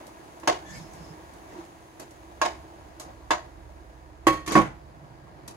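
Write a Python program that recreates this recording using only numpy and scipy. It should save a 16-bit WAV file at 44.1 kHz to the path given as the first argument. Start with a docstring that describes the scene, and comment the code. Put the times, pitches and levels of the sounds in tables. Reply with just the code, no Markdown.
"""Broccoli simmers in a steel pot: resonant bubble bursts, seething noise and, on top, a fizz of froth that sinks.
A plastic straining spoon stirs with shaped noise, squeaks as narrow-band noise and knocks on the pot's modes.
A glass lid lands on the rim, slides as flickering noise and drops into its seat; a resonance rumbles under it.
Hot metal ticks now and then as small modal blows; the stove drones low as coloured noise with two hums."""
import sys
import numpy as np
from scipy import signal
from scipy.fft import rfft, irfft
from scipy.io import wavfile

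SR = 44100
rng = np.random.default_rng(int(sys.argv[2]) if len(sys.argv) > 2 else 0)


def generate_wav(sig):
    """Save sig (samples, or channels by samples) to the path in sys.argv[1] as 16-bit PCM at SR."""
    pcm = np.round(np.clip(np.atleast_2d(sig).T, -1, 1) * 32767).astype(np.int16)
    wavfile.write(sys.argv[1], SR, pcm)


N = 245189
TIME = np.arange(N) / SR
SEATED_S = 4.45   # from here on the lid lies in its seat


def from_db(db):
    """Level law: decibels to amplitude gain."""
    return np.exp(np.asarray(db) * (np.log(10) / 20))


def rms_one(x):
    """Normalisation to unit effective value (rms)."""
    return x / np.sqrt(np.mean(x ** 2) + 1e-20)


def level_in_time(rows):
    """Linear interpolation of a level curve, sample by sample."""
    s, db = np.transpose(rows)
    return np.interp(TIME, s, db)


def at_hz(points, hz, axis=1):
    """Interpolation of a spectrum on a logarithmic frequency axis."""
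    points = np.array(points)
    return np.interp(np.log(hz), np.log(points[:, 0]), points[:, axis])


def pan(db):
    """Level difference between the channels: positive favours the left."""
    return from_db(np.array([[db], [-db]]) / 2)


def fade(t, t60):
    """Exponential decay: down 60 dB after t60 seconds."""
    return np.exp(-np.log(1000) * t / max(t60, 1e-3))


def add(out, s, sound):
    """Superposition: mix a sound in at time s."""
    start = max(round(s * SR), 0)
    out[:, start:start + sound.shape[-1]] += sound[..., :N - start]


def drift(rate, size=N):
    """Slow random modulation: straight lines between normal draws, rate per second."""
    knots = rng.standard_normal(1024)
    return np.interp(TIME[:size] * rate, np.arange(len(knots)), knots)


def resonate(x, hz, width_hz):
    """Damped resonator: a two-pole filter of unit gain at its peak."""
    r = np.exp(-np.pi * width_hz / SR)
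    numerator = np.array([1, 0, -1]) * (1 - r * r) / 2
    denominator = [1, -2 * r * np.cos(2 * np.pi * hz / SR), r * r]
    return signal.lfilter(numerator, denominator, x + 1e-18)


# stereo image: f/Hz, left-right likeness/1, left-over-right level/dB
STEREO_IMAGE = [(40, 0.8, 2), (154, 0.75, -6), (314, 0.9, -2.5), (610, 0.39, -1.5), (1110, 0.28, 1.5),
                (2000, 0.23, -1.5), (4380, 0.088, 3.5), (7600, 0.29, -1.5), (10900, 0.13, -1.5)]
POT_LAG_S, LAG_ABOVE_HZ = 0.00045, 380   # travel time between the microphones, felt above the bass


def spread(pair, hz, from_left=False):
    """Interaural cues: two unrelated signals become left and right by coherence, delay and level."""
    alike = np.clip(at_hz(STEREO_IMAGE, hz), -.98, .98)
    lag = round(POT_LAG_S * SR * hz ** 2 / (hz ** 2 + LAG_ABOVE_HZ ** 2))
    common = np.sqrt(1 + alike) * pair[0]
    opposed = np.sqrt(1 - alike) * pair[1]
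    lags = (0, lag) if from_left else (lag, 0)
    delayed = [np.pad(x, (late, 0))[:len(x)] for x, late in zip((common + opposed, common - opposed), lags)]
    return np.array(delayed) * pan(at_hz(STEREO_IMAGE, hz, axis=2))


# half-octave bands, narrowing to a fifth of an octave from 2 kHz
BAND_EDGES = np.concatenate([25 * 2 ** np.arange(0, 6.5, .5), 2000 * 2 ** np.arange(0, 3.2, .2)])
BANK = [(np.sqrt(low * high), signal.butter(2, [low, high], "band", fs=SR, output="sos"))
        for low, high in zip(BAND_EDGES, BAND_EDGES[1:])]


def bands(draws, low_hz=0, high_hz=SR, from_left=False):
    """Filter-bank analysis: yield (centre Hz, stereo band), two unrelated draws dealt in turn."""
    for k, (hz, sos) in enumerate(BANK):
        if low_hz <= hz <= high_hz:
            yield hz, spread(signal.sosfilt(sos, draws[k % 2]), hz, from_left)


def wash(spectrum, flicker_db, flicker_rate, size=N):
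    """Coloured noise: stereo bands of a given spectral density flicker separately; rms 1."""
    total = 0
    for hz, band in bands(rng.standard_normal((2, 2, size)), spectrum[0][0], spectrum[-1][0]):
        total = total + band * from_db(at_hz(spectrum, hz) + flicker_db * drift(flicker_rate, size))
    return rms_one(total)


def pops(per_s, size_db):
    """Random impulse process: two trains of clicks of chance size and sign."""
    born = rng.random((2, N)) < per_s / SR
    sizes = from_db(size_db * np.minimum(rng.exponential(1, (2, N)), 4))
    return born * sizes * rng.choice([-1, 1], (2, N))


# low rumble of the stove: f/Hz, relative density/dB per Hz
STOVE_RUMBLE = [(25, -8), (40, -8), (55, 0), (75, -0.5), (105, 15), (150, -15), (250, -30)]
# hums within it: f/Hz, relative level/dB
STOVE_HUMS = [(49, -6), (67.5, -1.5)]
# swell of the drone, used about its mean: t/s, level/dB
STOVE_SWELL = [(0.0, -65), (0.79, -59), (1.93, -64.5), (2.35, -58.5), (4.4, -53.5), (5.56, -62)]
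RUMBLE_DB, HUM_DB = -57, -56.5   # at the mean of the swell
RUMBLE_FOLLOWS, HUM_FOLLOWS = 0.21, 1.43   # share of the swell


def stove():
    """Modulation: low noise and two hums of wavering level and phase swell together."""
    drone_db = level_in_time(STOVE_SWELL)
    swing_db = drone_db - drone_db.mean()
    hum = 0
    for hz, db in STOVE_HUMS:
        wavering_gain = from_db(db + 3 * drift(7))
        hum = hum + wavering_gain * np.sqrt(2) * np.sin(2 * np.pi * hz * TIME + 1.2 * drift(6))
    rumble = wash(STOVE_RUMBLE, flicker_db=1.5, flicker_rate=4.28)
    rumble = from_db(RUMBLE_DB + RUMBLE_FOLLOWS * swing_db) * rumble
    return rumble + from_db(HUM_DB + HUM_FOLLOWS * swing_db) * hum * pan(-6.0)


KITCHEN_T60_S, KITCHEN_DB = 0.37, -10.5   # reverberation; its level against the clatter
RIGHT_LEAD_S = 0.00012   # the right microphone is nearer the pot


def ringing(modes, force, t, ring_pan_db):
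    """Modal superposition: high modes of a round shell are close pairs that beat, differently at each microphone."""
    out = 0
    arrival = t - np.array([[RIGHT_LEAD_S], [0]])
    for (hz, db, t60), phase in zip(modes, rng.uniform(0, 2 * np.pi, (len(modes), 3, 1))):
        pairing = np.clip((hz - 1200) / 2000, 0, 1)
        main = np.sin(2 * np.pi * hz * arrival + phase[0] / 4) * pan(ring_pan_db * (1 - pairing))
        twin = pairing * np.sin(2 * np.pi * hz * 1.006 * t + phase[1:])
        kitchen = from_db(-20) * (1 - pairing) * fade(t, KITCHEN_T60_S)
        decay = (fade(t, t60) + kitchen) * (1 - np.exp(-1.5 * t * hz))
        out = out + from_db(db + at_hz(force, hz)) * (main + twin) / np.sqrt(1 + pairing ** 2) * decay
    return out


BASS_BELOW_HZ, TREBLE_ABOVE_HZ = 490, 2300   # a full blow adds bass, a hard edge adds treble
UNEVEN_DB, UNEVEN_STEP_HZ = 4.0, 70.04   # spread and spacing of the groups of dense modes


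def dense_modes(size):
    """Statistical modal density: stereo noise in strong and weak groups above the bass; rms 1."""
    hz = np.arange(size // 2 + 1) * SR / size
    groups = np.interp(hz / UNEVEN_STEP_HZ, np.arange(1024), rng.standard_normal(1024))
    strength = from_db(UNEVEN_DB * np.clip(groups, -2, 2) * hz / (hz + BASS_BELOW_HZ))
    return rms_one(irfft(rfft(rng.standard_normal((2, 2, size))) * strength, size))


# limits of thud, body, clank, edge, snap and tick: f/Hz
ZONE_LIMITS = [100, 250, 450, 1300, 3000, 7500, 15000]
# dense short modes of wall, rim and grate: f/Hz, relative level/dB
DENSE_CLATTER = [(60, -6), (130, -5.5), (220, -11), (330, -8.5), (500, -7), (800, -1), (1150, -4),
                 (1700, -2), (3000, -3), (5200, -3.5), (6700, 3), (8000, -2), (11000, 2), (15000, -19)]
# boom of the closed pot on its grate: f/Hz, relative level/dB, t60/s before the rim's damping
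CLOSED_POT_MODES = [(168, -2, .45), (221, 2, .2)]
SEATED_T60_S = 0.35   # once the lid lies flat the rim damps it
TREBLE_DAMPING_HZ = 16400
RATTLE_DB, RATTLE_PER_S = 2.0, 172.6   # the pot chatters on its grate as the dense modes die away


def blows(rows, shared_colour, modes, t60, clatter_db, modes_db, crack_db, build_cycles):
    """Impact excitation: contacts crack, clatter in dense modes, ring main ones and die away in the kitchen."""
    out, t = np.zeros((2, N)), TIME[:SR // 2]
    zones = np.sqrt(np.multiply(ZONE_LIMITS[1:], ZONE_LIMITS[:-1]))
    widths = np.diff(ZONE_LIMITS)
    bass = 1 / (1 + (zones / BASS_BELOW_HZ) ** 6)
    treble = 1 / (1 + (TREBLE_ABOVE_HZ / zones) ** 4)
    for s, level_db, bass_db, treble_db, ring_db in rows:
        seated = s > SEATED_S
        colour = shared_colour + bass_db * bass + treble_db * treble
        force = np.column_stack([zones, colour])
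        density = np.column_stack([zones, colour + 10 * np.log10(SR / 2 / widths)])
        sound = from_db(modes_db + ring_db) * ringing(modes, force, t, ring_pan_db=-4.5)
        if seated:
            boom = from_db(-4.5) * ringing(CLOSED_POT_MODES, force, t, ring_pan_db=-12.0)
            sound = (sound + boom) * fade(t, SEATED_T60_S)
        rattle = from_db(RATTLE_DB * drift(RATTLE_PER_S, size=len(t)))
        # the lid seats on the left of the rim
        for hz, band in bands(dense_modes(len(t)) * rattle, from_left=seated):
            damping = 1 + hz / TREBLE_DAMPING_HZ   # the treble dies sooner
            crack = from_db(crack_db) * (hz / (hz + 5000)) ** 2 * fade(t, t60=.035)
            kitchen = from_db(KITCHEN_DB) * fade(t, KITCHEN_T60_S / np.sqrt(damping))
            shape = crack + fade(t, t60 / damping) + kitchen
            build = 1 - np.exp(-t / (build_cycles / hz + 0.0021))   # low notes take longer to build up
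            sound += from_db(clatter_db + at_hz(density, hz) + at_hz(DENSE_CLATTER, hz)) * band * shape * build
        add(out, s, from_db(level_db) * sound)
    return out


# ticks of hot metal: t/s, relative level/dB, bass/dB, treble/dB, ring/dB
METAL_TICKS = [(1.996, -39.5, 5, -2, -13.5), (2.997, -37, -7.5, -0.09, -10), (5.477, -39.5, -2.5, 0.4, -10)]
# shared colour of the ticks: level/dB of thud, body, clank, edge, snap, tick
METAL_TICK_COLOUR = [-14, 0, 0, -12.5, -5.5, -9]
# modes of the pot, also rung by the spoon: f/Hz, relative level/dB, t60/s
POT_MODES = [(325, 3, 0.12), (351.6, -6, 0.27), (611, -9, 0.24), (718, -12, 0.28), (915, -2.5, 0.081),
             (990, -1, 0.062), (1081, 5, 0.095), (1212, -12, 0.057), (1650, 7, 0.05), (2670, -1, 0.1),
             (3955, -7.5, 0.14), (4660, -14, 0.27), (5900, -7, 0.21), (6650, 0.5, 0.23)]


def metal_ticks():
    """Impulse response: each tick of hot metal excites the pot's modes."""
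    return blows(METAL_TICKS, METAL_TICK_COLOUR, POT_MODES, t60=0.22, clatter_db=-2.5, modes_db=0.0,
                 crack_db=7.0, build_cycles=1.9)


# droplets on hot metal: t/s, relative level/dB
SPATTER_DROPS = [(0.068, -41), (0.3995, -43.5), (0.9353, -44), (1.3365, -48), (1.651, -50.5), (2.1086, -45)]


def spatter(level_db, t60, low_hz):
    """Transient noise: droplets spit on the hot metal as bright bursts with a longer tail."""
    out, t = np.zeros((2, N)), TIME[:SR // 10]
    bright = signal.butter(2, [low_hz, 11000], "band", fs=SR, output="sos")
    for s, db in SPATTER_DROPS:
        snap = rng.standard_normal((2, len(t))) * (fade(t, t60) + from_db(-5.0) * fade(t, t60=.16))
        add(out, s, from_db(db + level_db) * signal.sosfilt(bright, snap))
    return out


# grinding of the lid on the rim: f/Hz, relative density/dB per Hz
SLIDE_SPECTRUM = [(200, 7), (350, 9), (700, 3), (1100, -1), (1500, -1), (2200, -5), (3500, -14),
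                  (6600, -7.5), (9000, -21), (15000, -55)]
SLIDE_FROM_S, SLIDE_TO_S, SLIDE_DB = 4.478, 4.575, -29
SLIDE_ATTACK_S, SLIDE_T60_S = 0.045, 0.22


def sliding():
    """Sliding friction: the lid's steel band grinds over the rim in uneven jerks."""
    out, t = np.zeros((2, N)), TIME[:SR // 2]
    release = fade(np.maximum(SLIDE_FROM_S + t - SLIDE_TO_S, 0), SLIDE_T60_S)
    pressure = np.clip(t / SLIDE_ATTACK_S, 0, 1) * release
    grind = wash(SLIDE_SPECTRUM, flicker_db=5.0, flicker_rate=90, size=len(t))
    add(out, SLIDE_FROM_S, pressure * from_db(SLIDE_DB + 2.1 * drift(147, size=len(t))) * grind)
    return out


# the lid lands, skids and rattles into its seat: t/s, relative level/dB, bass/dB, treble/dB, ring/dB
LID_CONTACTS = [(4.268, -14, 1, 2, -0.64), (4.462, -43.5, -12, 20.5, -1), (4.476, -34, 2.5, 13.5, 0.62),
                (4.519, -30, 1, 13, -1.5), (4.553, -10, -2, -8.5, -1.4), (4.573, -15.5, 2, -8.5, 1),
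                (4.592, -20.5, 2.5, -31, -0.27), (4.614, -26.5, -3.5, -6, -1)]
# shared colour of the lid's contacts: level/dB of thud, body, clank, edge, snap, tick
LID_CONTACT_COLOUR = [-2, -1, -1, -2.5, -10, -17]
# modes of the lid on the rim: f/Hz, relative level/dB, t60/s before the rim's damping
LID_RIM_MODES = [(308.7, -11.5, 0.4), (323.3, 4, 0.14), (349.4, -10, 0.29), (505.4, -12.5, 0.23),
                 (553.5, -8.5, 0.23), (773, -10.5, 0.13), (1001, -6, 0.2), (1106, 3.5, 0.26),
                 (1866, -18.5, 0.47), (1804, -4, 0.096), (2252, -11, 0.28), (2590, -14, 0.23),
                 (3217, -12.5, 0.33), (4250, -18, 0.4), (6700, -19, 0.2)]


def lid():
    """Modal impact and friction: the lid rings on the rim at each contact and grinds along it."""
    contacts = blows(LID_CONTACTS, LID_CONTACT_COLOUR, LID_RIM_MODES, t60=0.077, clatter_db=-2.0, modes_db=0.0,
                     crack_db=-26.0, build_cycles=0.88)
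    return contacts + sliding()


# knocks of the spoon on the pot: t/s, relative level/dB, bass/dB, treble/dB, ring/dB
SPOON_KNOCKS = [(0.432, -39, 13.5, -6, -3.5), (0.474, -13.5, 5, 3.5, -7), (2.415, -16, -10.5, -1, 1),
                (2.45, -20.5, 4, 2.5, -10), (3.306, -14.5, -3.5, -0.5, -2)]
# shared colour of the knocks: level/dB of thud, body, clank, edge, snap, tick
SPOON_KNOCK_COLOUR = [-20.5, -9, 0, -10, -11.5, -29]


def spoon_knocks():
    """Impact excitation: the plastic spoon sets the steel pot's modes ringing."""
    return blows(SPOON_KNOCKS, SPOON_KNOCK_COLOUR, POT_MODES, t60=0.13, clatter_db=-1.5, modes_db=-1.5,
                 crack_db=8.0, build_cycles=1.3)


# strokes of the spoon: t/s, duration/s, push of water/dB, rub on the wall/dB, slosh/dB
SPOON_STROKES = [(0.642, 0.2, -47.5, -50, -65), (0.697, 0.5, -50.5, -59.5, -53.5),
                 (1.438, 0.25, -61, -62.5, -47), (3.027, 0.13, -62, -73, -49)]
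# pushed water: f/Hz, relative density/dB per Hz
PUSH_SPECTRUM = [(45, 19), (75, 7), (150, 13), (200, 2), (300, -40)]
# rubbed wall: f/Hz, relative density/dB per Hz
RASP_SPECTRUM = [(1500, -8), (2200, -3), (3000, -2), (5000, 2), (6700, 5), (8200, -8), (12000, -7)]
# squeaks of the spoon's edge on the wall: t/s, duration/s, f/Hz, relative level/dB
EDGE_SQUEAKS = [(.63, .18, 1760, -52.5), (.65, .08, 3450, -62), (.735, .06, 2215, -53.5),
                (.71, .09, 4950, -58), (.76, .16, 5190, -65), (.95, .23, 5190, -65)]
STROKE_SKEW = 1.15   # a stroke gathers speed slowly and stops quickly


def stirring():
    """Flow noise and stick-slip: strokes push and slosh the water; the spoon's edge rasps and squeaks on the wall."""
    levels = 0
    for s, length, *levels_db in SPOON_STROKES:
        stroke = np.sin(np.pi * np.clip((TIME - s) / length, 0, 1) ** STROKE_SKEW)
        levels = levels + from_db(levels_db)[:, None] * stroke
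    push, rub, slosh = levels
    out = push * wash(PUSH_SPECTRUM, flicker_db=2.5, flicker_rate=13.5)
    out += rub * wash(RASP_SPECTRUM, flicker_db=3.5, flicker_rate=65)
    out += slosh * wash(WATER_SPECTRUM, flicker_db=3.5, flicker_rate=32)
    for s, length, hz, db in EDGE_SQUEAKS:
        size = round(np.clip(length, .02, .5) * SR)
        note = rms_one(resonate(rng.standard_normal((2, SR // 2)), hz, width_hz=45))
        add(out, s, from_db(db + 4.5) * note[:, -size:] * np.sin(np.linspace(0, np.pi, size)))
    return out


COVERED_HZ, COVERED_WIDTH_HZ, COVERED_DB = 132, 40, -53


def covered():
    """Cavity resonance: bubbles rumble in the closed pot through two resonators in series."""
    once = resonate(pops(per_s=200, size_db=-1.0), COVERED_HZ, COVERED_WIDTH_HZ)
    twice = resonate(once, COVERED_HZ, 2 * COVERED_WIDTH_HZ)
    return (TIME > SEATED_S) * from_db(COVERED_DB) * rms_one(spread(twice, COVERED_HZ))


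# big bubbles: t/s, relative level/dB, starting f/Hz
BIG_BUBBLES = [(0.758, -37, 119), (0.807, -37, 154), (0.998, -38.5, 161), (1.103, -33, 154),
               (1.559, -35.5, 344), (1.584, -33, 326)]


def glugs(level_db, t60, rise):
    """Bubble resonance: big bubbles swell, ring and rise a little in pitch as they surface."""
    out, t = np.zeros((2, N)), TIME[:SR // 4]
    for s, db, hz in BIG_BUBBLES:
        tone = np.sin(2 * np.pi * hz * t * (1 + rise * t)) * fade(t, t60) * (1 - np.exp(-t * hz))
        add(out, s, from_db(db + level_db) * tone * pan(-3.5))
    return out


# vigour of the simmer: t/s, level/dB before the offsets below
SIMMER_VIGOUR = [(0.0, -47), (0.13, -50.5), (1.46, -50), (1.87, -53.5), (2.6, -51), (4.2, -55)]
BUBBLING_DB = 2.5   # added to the vigour
FIZZ_DB, FIZZ_FOLLOWS = -61, 0.47   # level at mean vigour; share of its swing
FROTH_SINKS_S, FROTH_SINK_DB_PER_S, FROTH_LOSS_DB = 1.73, 2.5, 13   # start, rate and limit of the loss
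REHEAT_DB_PER_S = 2.5   # under the lid the boil picks up again


def simmer():
    """Source strength: bubbling and fizz in dB follow the vigour, the froth sinks, the lid brings the heat back."""
    vigour_db = level_in_time(SIMMER_VIGOUR)
    reheat_db = REHEAT_DB_PER_S * np.maximum(TIME - SEATED_S, 0)
    sunk_db = np.clip(FROTH_SINK_DB_PER_S * (TIME - FROTH_SINKS_S), 0, FROTH_LOSS_DB)
    bubbling_db = BUBBLING_DB + vigour_db + reheat_db
    fizz_db = FIZZ_DB + FIZZ_FOLLOWS * (vigour_db - vigour_db.mean()) - sunk_db + reheat_db
    return bubbling_db, fizz_db


def bubbles(spectrum, pitches, per_s, size_db, cycles):
    """Bubble resonance: each burst excites a short ring at one of the pitches; rms 1."""
    clicks, dealt = pops(per_s, size_db), rng.integers(0, len(pitches), N)
    total = 0
    for k, hz in enumerate(pitches):
        ring = spread(resonate(clicks * (dealt == k), hz, 2 * hz / cycles), hz)
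        total = total + from_db(at_hz(spectrum, hz)) / np.sqrt(hz) * ring
    return rms_one(total)


# seething water: f/Hz, relative density/dB per Hz
WATER_SPECTRUM = [(120, 6), (220, -5), (330, -3), (460, -4.5), (680, 1), (1000, -2), (1300, -9.5),
                  (1900, -11.5), (3000, -24.5), (5000, -22)]
# fine froth: f/Hz, relative density/dB per Hz
FIZZ_SPECTRUM = [(1500, 4), (2500, 1), (4000, -4), (5300, -8.5), (6700, 1), (8000, -8.5), (11000, -4),
                 (13000, -18.5), (15500, -10)]
# resonances of the air in the pot: f/Hz, bandwidth/Hz, relative level/dB
POT_AIR = [(326, 26, -1.5), (662, 52, -9), (947, 12, -12), (1642, 11, -16)]


def boil(bubbling_db, fizz_db):
    """Cavity excitation: bubbles over a seething wash sound the air in the pot; fine froth fizzes on top."""
    burble = bubbles(WATER_SPECTRUM, np.geomspace(280, 2600, num=16), per_s=350, size_db=2.6, cycles=14.8)
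    bursts = pops(per_s=300, size_db=1.5)
    hollow = sum(from_db(db) * rms_one(spread(resonate(bursts, hz, width), hz)) for hz, width, db in POT_AIR)
    seething = wash(WATER_SPECTRUM, flicker_db=1.0, flicker_rate=12)
    water = from_db(-3.5) * seething + from_db(-6.0) * burble + from_db(-4.0) * hollow
    fizz = wash(FIZZ_SPECTRUM, flicker_db=-0.4, flicker_rate=8.3)
    return from_db(bubbling_db) * water + from_db(fizz_db) * fizz


def scene():
    """Linear superposition: stove, hot metal, lid, spoon and simmering water add up."""
    hot_metal = metal_ticks() + spatter(level_db=-3.5, t60=0.017, low_hz=3720)
    spoon = spoon_knocks() + stirring()
    water = covered() + glugs(level_db=1.0, t60=0.13, rise=0.46) + boil(*simmer())
    return stove() + hot_metal + lid() + spoon + water


def record(dry):
    """Saturation and band limit: loud peaks are rounded and the top is cut at 16.2 kHz."""
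    rounded = 1.3 * np.tanh(dry / 1.3)
    return signal.sosfilt(signal.ellip(10, .2, 80, 16200, fs=SR, output="sos"), rounded)


dry = scene()
out = record(dry)
generate_wav(out)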